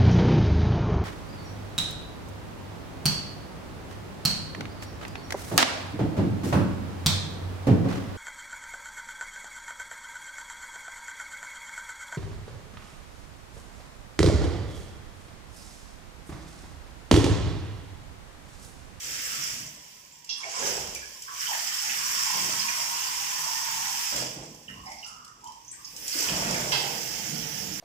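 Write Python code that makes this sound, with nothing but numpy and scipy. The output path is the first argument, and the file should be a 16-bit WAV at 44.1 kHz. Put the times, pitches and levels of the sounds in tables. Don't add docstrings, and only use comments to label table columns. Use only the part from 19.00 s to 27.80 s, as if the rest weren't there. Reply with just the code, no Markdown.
import sys
import numpy as np
from scipy import signal
from scipy.fft import rfft, irfft, next_fast_len
from scipy.io import wavfile

SR = 44100
rng = np.random.default_rng(int(sys.argv[2]) if len(sys.argv) > 2 else 0)


def persist_wave(psi):
    counts = np.round(np.clip(psi, -1, 1) * 32767).astype(np.int16)
    wavfile.write(sys.argv[1], SR, np.atleast_2d(counts).T)


N = 388080

# time_s, flow_db
JET_FLOW = [(0, -40.5), (.15, -37), (.44, -35.5), (.6, -41), (.76, -51), (1.25, -58.5), (1.49, -43),
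            (1.67, -31.5), (2.05, -49), (2.3, -50), (2.42, -36), (3.3, -31.5), (4.05, -35), (5.2, -34),
            (5.38, -47), (5.62, -59), (6.08, -55.5), (6.3, -65), (6.72, -59.5), (6.96, -52), (7.2, -32),
            (8.05, -38.5), (8.8, -42)]
FULL_FLOW_DB = -34
# frequency_hz, gain_db
HEARD_SPECTRUM = [(1300, -10), (2000, -8), (3200, -7.5), (3700, -13.5), (4200, -13), (5300, 1), (5900, 0.5),
                  (6600, -3.5), (7250, 0), (8700, -11), (11500, -12.5), (13800, -11.5), (14900, -5.5),
                  (15700, -31)]


def amp(db):
    return 10 ** (np.asarray(db) / 20)


def unit(x):
    return x / np.sqrt(np.mean(x ** 2) + 1e-20)


def peaking(x, db):
    return amp(db) * x / np.abs(x).max()


def along(points, hz):
    f, v = np.transpose(points)
    return np.interp(np.log(hz + 1), np.log(f + 1), v)


def curve(points):
    return np.interp(np.arange(N) / SR, *np.transpose(points))


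def filtered(x, response):
    n = x.shape[-1]
    m = next_fast_len(n + SR // 4)
    return irfft(rfft(x, m) * response(np.fft.rfftfreq(m, 1 / SR)), m)[..., :n]


def band(hz, lo_hz, hi_hz, order=8):
    return 1 / np.sqrt((1 + (lo_hz / (hz + 1)) ** (2 * order)) * (1 + (hz / hi_hz) ** (2 * order)))


def resonances(modes, hz):
    return sum((-1) ** k * amp(db) * 1j * hz * width / (centre ** 2 - hz ** 2 + 1j * hz * width)
               for k, (centre, width, db) in enumerate(modes))


def add(track, start_s, sound):
    part = track[..., max(round(start_s * SR), 0):][..., :sound.shape[-1]]
    part += sound[..., :part.shape[-1]]


def swell(t, length_s, attack_s, fade_db_per_s):
    return np.clip(t / attack_s, 0, 1) * amp(-fade_db_per_s * np.maximum(t - length_s, 0))


def flow_gain(level_db, growth):
    return amp(level_db + growth * (curve(JET_FLOW) - FULL_FLOW_DB))


def bathroom(x, direct_db, spacing_m=0.17, left_lead_s=.0003):
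    # frequency_hz, t60_s
    decay_times = [(150, 0.77), (1000, 0.38), (3000, 0.67), (6000, 0.54), (14000, 0.15)]
    hz, t, tail = signal.stft(rng.standard_normal((2, SR // 2)), SR, nperseg=256)
    tail = tail * amp(-60 * t / along(decay_times, hz)[:, None])
    coherence = np.sinc(2 * hz * spacing_m / 343)
    angle = np.arccos(coherence)[:, None] / 2
    mid, side = np.cos(angle) * tail[0], np.sin(angle) * tail[1]
    response = signal.istft(np.array([mid + side, mid - side]), SR, nperseg=256)[1]
    response /= np.linalg.norm(response[0])
    response[[0, 1], [0, round(left_lead_s * SR)]] += amp(direct_db)
    return signal.fftconvolve(x[None], response, axes=1)


def wandering(x, direct_db, block=16000):
    out = np.zeros((2, len(x)))
    for start in range(0, len(x), block):
        add(out, start / SR, bathroom(x[start:start + block], direct_db))
    return out


def impacts(per_s, spread_db, direct_db):
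    count = int(per_s * N / SR)
    size = amp(spread_db * np.minimum(rng.exponential(size=count), 5))
    pulses = np.bincount(rng.integers(0, N, count), size * rng.choice([-1, 1], count), N)
    return wandering(pulses, direct_db)


def stream(colour, per_s, spread_db, direct_db):
    return unit(filtered(impacts(per_s, spread_db, direct_db), colour))


def shower(colour, per_s, spread_db, direct_db, wash_db=0):
    hits = unit(impacts(per_s, spread_db, direct_db))
    return unit(filtered(hits + amp(wash_db) * rng.standard_normal((2, N)), colour))


def heard_band(lo_hz, hi_hz, order=8):
    return lambda hz: amp(along(HEARD_SPECTRUM, hz)) * band(hz, lo_hz, hi_hz, order)


def bubbles(starts, pitch_hz, size, cycles, rise, n=N):
    t = np.arange(SR // 32) / SR
    turns = pitch_hz[:, None] * t
    age = turns / cycles
    envelope = (np.exp(-age) - np.exp(-turns)) * (1 - t / t[-1])
    ring = size[:, None] * np.sin(2 * np.pi * turns * (1 + rise * age)) * envelope
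    samples = starts[:, None] + np.arange(len(t))
    return np.bincount(samples.ravel(), ring.ravel(), n)[:n]


def fizz(colour, lo_hz, hi_hz, spread_db, cycles, per_s=300):
    count = int(per_s * N / SR)
    pitch_hz = lo_hz * (hi_hz / lo_hz) ** rng.random(count)
    size = amp(spread_db * np.minimum(rng.exponential(size=count), 4))
    cloud = bubbles(rng.integers(0, N, count), pitch_hz, size, cycles, rise=0.011)
    return unit(filtered(wandering(cloud, direct_db=-6.5), colour))


def spray(thinning=0.44):
    # time_s, extra_mist_db
    fineness = [(0, -0.5), (1.2, 1), (1.5, -11), (1.7, -1.5), (1.98, -2), (2.22, 3), (2.6, 0.7), (5.1, 1.5),
                (5.42, -7), (5.6, 3), (6.3, -3), (6.72, 0), (7, 8.5), (7.4, -1.5), (8.1, 3)]
    low, middle, high = heard_band(1160, 4240), heard_band(4230, 10060), heard_band(9240, 17000)
    patter = shower(low, per_s=1200, spread_db=4, direct_db=-1.5)
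    patter = unit(patter + amp(-5) * fizz(low, lo_hz=1306, hi_hz=3913, spread_db=2.5, cycles=9.7))
    biggest = filtered(patter, lambda hz: band(hz, lo_hz=200, hi_hz=1460))
    shortfall_db = np.minimum(curve(JET_FLOW) - FULL_FLOW_DB, 0)
    patter -= biggest * (1 - amp(thinning * shortfall_db))
    hiss = shower(middle, per_s=2000, spread_db=4.5, direct_db=-0.5, wash_db=-0.5)
    hiss = unit(hiss + amp(-1) * fizz(middle, lo_hz=4274, hi_hz=8920, spread_db=3, cycles=17))
    mist = shower(high, per_s=3000, spread_db=8.5, direct_db=-13) * amp(curve(fineness))
    strays = stream(heard_band(4620, 10100), per_s=70, spread_db=3.5, direct_db=-2)
    return (flow_gain(-37, growth=0.94) * patter + flow_gain(-32, growth=1.02) * hiss
            + flow_gain(-41.5, growth=.96) * mist + flow_gain(-45, growth=.62) * strays)


def tub():
    # frequency_hz, width_hz, gain_db
    shell_modes = [(100, 16, -3.5), (132.7, 16.4, 6), (155.3, 15.3, 6), (194.2, 16, 4.5), (236, 10.6, 5.5),
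                   (308.2, 25.7, 2.5)]
    # frequency_hz, gain_db
    churn_spectrum = [(150, -34), (300, -13), (380, -1.5), (550, 0.5), (680, -0.5), (850, -3), (1150, -9.5),
                      (1500, -17), (3000, -56)]
    # start_s, length_s, drum_db, churn_db, rumble_db
    sweeps = [(0, 0.65, -56, -57.5, -62.5), (0.5, 0.097, -52, -71, -72), (1.41, 0.18, -78, -54, -74),
              (1.58, 0.15, -50, -37.5, -66), (1.75, 0.13, -55.5, -47.5, -49), (2.85, 0.35, -57.5, -59, -69),
              (3.323, 0.2, -48.5, -48, -65), (3.6, 1.35, -61.5, -62.5, -77), (4.72, 0.18, -65, -74, -66),
              (5.107, 0.13, -45, -42.5, -58), (5.33, 0.09, -44, -49.5, -62), (5.657, 0.14, -53, -64, -55.5),
              (6.104, .85, -66, -91, -71), (6.913, .15, -61, -57, -72), (7.122, 0.15, -54, -47.5, -72),
              (7.258, 0.25, -38, -38, -52), (7.457, 0.16, -38.5, -36, -54), (7.677, 0.29, -47.5, -41, -64),
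              (7.997, 0.34, -49, -52.5, -63), (8.276, 0.19, -42, -48.5, -59),
              (8.56, .24, -42.5, -52.5, -58.5)]
    drum = stream(lambda hz: resonances(shell_modes, hz) * band(hz, lo_hz=82, hi_hz=400, order=4),
                  per_s=600, spread_db=2, direct_db=-1.5)
    churn = stream(lambda hz: amp(along(churn_spectrum, hz)), per_s=500, spread_db=3.5, direct_db=-1)
    rumble = unit(filtered(rng.standard_normal(N), lambda hz: band(hz, lo_hz=46.5, hi_hz=74, order=4)))
    power = np.array([flow_gain(-66, 0.089), flow_gain(-65.5, 0.19), flow_gain(-70.5, .17)]) ** 2
    for start_s, length_s, *levels_db in sweeps:
        t = np.arange(int((length_s + 1) * SR)) / SR
        envelope = swell(t, length_s, attack_s=0.044, fade_db_per_s=65.5)
        add(power, start_s, np.outer(amp(levels_db), envelope) ** 2)
    return sum(gain * layer for gain, layer in zip(np.sqrt(power), (drum, churn, rumble)))


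def bubble_cloud(pitch_hz, flow_db, n, per_s=500, stray_share=.18):
    count = int(per_s * n / SR)
    stray = rng.random(count) < stray_share
    scatter = np.interp(flow_db, [-52, -36], [0.038, 0.074]) + 0.216 * stray
    own_hz = pitch_hz * np.exp(scatter * rng.standard_normal(count))
    size = amp(1.5 * rng.standard_normal(count) - 1.6 * stray)
    cloud = bubbles(rng.integers(0, n, count), own_hz, size, cycles=12, rise=0.0044, n=n)
    cloud = filtered(cloud, lambda hz: band(hz, .7 * pitch_hz, 1.45 * pitch_hz, order=6))
    return unit(wandering(cloud, direct_db=-1.5))


def gurgle(burble_hz=992):
    # start_s, length_s, level_db, pitch_hz
    gulps = [(0.252, 0.15, -48, 1330), (1.371, .07, -45, 1043), (1.424, .08, -44, 730),
             (1.521, 0.054, -40, 1060), (2.256, 0.096, -44.5, 1124), (2.47, .06, -35.5, 853),
             (2.688, 0.052, -46, 1080), (2.801, .11, -46.5, 852), (2.953, 0.27, -40.5, 1080),
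             (3.228, .15, -39, 935), (3.3, 1.55, -40.5, 984), (4.759, 0.17, -41, 930),
             (4.952, .2, -45, 975), (5.73, 0.13, -51, 1046), (5.845, 0.086, -44, 827),
             (6.028, .26, -49.5, 1276), (6.41, .1, -46, 925), (6.763, 0.069, -55.5, 1120),
             (7.2, 0.37, -44.5, 944), (7.721, 0.11, -38, 843), (7.901, 0.8, -55, 867)]
    out = flow_gain(-60, growth=0.2) * bubble_cloud(burble_hz, FULL_FLOW_DB, N, per_s=200)
    for start_s, length_s, level_db, pitch_hz in gulps:
        t = np.arange(int((length_s + .5) * SR)) / SR
        flow_db = np.interp(start_s, *np.transpose(JET_FLOW))
        envelope = swell(t, length_s, attack_s=.03, fade_db_per_s=93)
        add(out, start_s, amp(level_db) * envelope * bubble_cloud(pitch_hz, flow_db, len(t)))
    return out


def plinks(straggle_s=.0028, count=12):
    # start_s, level_db, pitch_hz, scatter_ratio
    blobs = [(1.122, -43, 7300, .03), (1.378, -38, 9300, 0.092), (1.432, -27, 2240, .14),
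             (1.594, -23, 6930, .08), (1.956, -31.5, 2360, .1), (2.02, -35.5, 1630, .04),
             (2.279, -33, 1550, 0.15), (2.425, -28, 1730, 0.13), (2.468, -25, 3090, 0.068),
             (2.53, -24.5, 1810, 0.21), (2.894, -23, 2620, .3), (3.595, -17.5, 5040, 0.11),
             (3.683, -19.5, 2400, 0.32), (5.68, -32.5, 2840, 0.033), (5.689, -34.5, 1803, 0.22),
             (5.861, -36.5, 5180, 0.038), (5.87, -36, 2090, 0.034), (5.914, -38, 2120, 0.1),
             (5.985, -36, 5100, 0.098), (6.028, -32, 2840, .03), (6.043, -32, 5450, 0.098),
             (6.075, -35, 7070, 0.22), (6.463, -46, 3080, 0.034), (6.647, -42, 6200, .055),
             (6.68, -33, 6300, 0.037), (6.714, -29.5, 8160, 0.045), (6.73, -42.5, 1900, .1),
             (6.846, -29, 5280, 0.11), (7.127, -22.5, 4840, 0.15), (7.15, -33.5, 295, 0.06),
             (7.285, -22.5, 2930, 0.35), (7.47, -26, 2590, .3), (7.54, -24.5, 2115, 0.29)]
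    out = np.zeros((2, N))
    order = np.arange(count)
    for start_s, level_db, pitch_hz, scatter in blobs:
        starts = (SR * straggle_s * order * rng.random(count)).astype(int)
        own_hz = pitch_hz * np.exp(scatter * (order > 0) * rng.standard_normal(count))
        cluster = bubbles(starts, own_hz, size=1 / (1 + order / 4), cycles=18, rise=0.0014, n=SR // 8)
        add(out, start_s, peaking(bathroom(cluster, direct_db=0), level_db - 0.5))
    return out


def burst(t60_s, attack_s):
    t = np.arange(SR // 6) / SR
    return rng.standard_normal(len(t)) * (1 - np.exp(-t / attack_s)) * amp(-60 * t / t60_s)


def drops():
    # start_s, level_db
    wall_hits = [(1.245, -37), (1.516, -31), (1.948, -22.5), (2.2208, -27), (5.161, -19), (5.5476, -37.5),
                 (5.9174, -34), (6.0636, -36), (6.2462, -38), (6.2776, -42.5), (6.4413, -37), (6.472, -35),
                 (6.5196, -40), (6.9631, -28.5), (7.0793, -21), (7.1882, -19), (7.205, -19),
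                 (7.5094, -20.5)]
    out = np.zeros((2, N))
    for start_s, level_db in wall_hits:
        tick = bathroom(burst(t60_s=0.03, attack_s=0.00079), direct_db=0.5)
        tick = filtered(tick, heard_band(3400, 11500, order=3))
        add(out, start_s, peaking(tick, level_db + .5))
    return out


def splashes():
    # start_s, level_db, slap_db, t60_s, pitch_ratio
    hard_hits = [(1.290, -21.3, -27, 0.058, 0.98), (7.719, -15.5, -1, 0.073, 0.94)]
    # frequency_hz, width_hz, gain_db
    modes = [(2790, 60, 2.5), (3450, 150, 0), (4270, 400, -9), (4760, 200, -3), (5150, 300, 0),
             (5840, 380, -1)]
    out = np.zeros((2, N))
    for start_s, level_db, slap_db, t60_s, pitch_ratio in hard_hits:
        ring = filtered(burst(t60_s, attack_s=0.0052),
                        lambda hz: resonances(modes, hz / pitch_ratio) * band(hz, 2320, 6960))
        slap = filtered(burst(t60_s, attack_s=0.00071), lambda hz: band(hz, 590, 4000, order=3))
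        splash = bathroom(unit(ring) + amp(slap_db) * unit(slap), direct_db=-4.5)
        add(out, start_s, peaking(splash, level_db + 2))
    return out


def scene():
    # time_s, left_minus_right_db
    aim = [(0, 2), (.8, 2), (1.3, -0.5), (2.2, 1.24), (7.4, 1.2), (8.1, -2.5), (8.8, -4)]
    pan = amp(np.outer([1, -1], curve(aim)) / 2)
    return (spray() + gurgle() + tub() + drops() + plinks() + splashes()) * pan


def record(dry, top_hz=15850):
    # frequency_hz, left_minus_right_db
    balance = [(60, -4), (500, -4), (1200, -5), (2700, -5.5), (4200, -10.5), (6400, -7), (8300, 9),
               (9800, -1), (12000, -4), (15000, -10.5)]
    return filtered(dry, lambda hz: amp(np.outer([1, -1], along(balance, hz)) / 2) * (hz < top_hz))


dry = scene()
out = record(dry)
persist_wave(out)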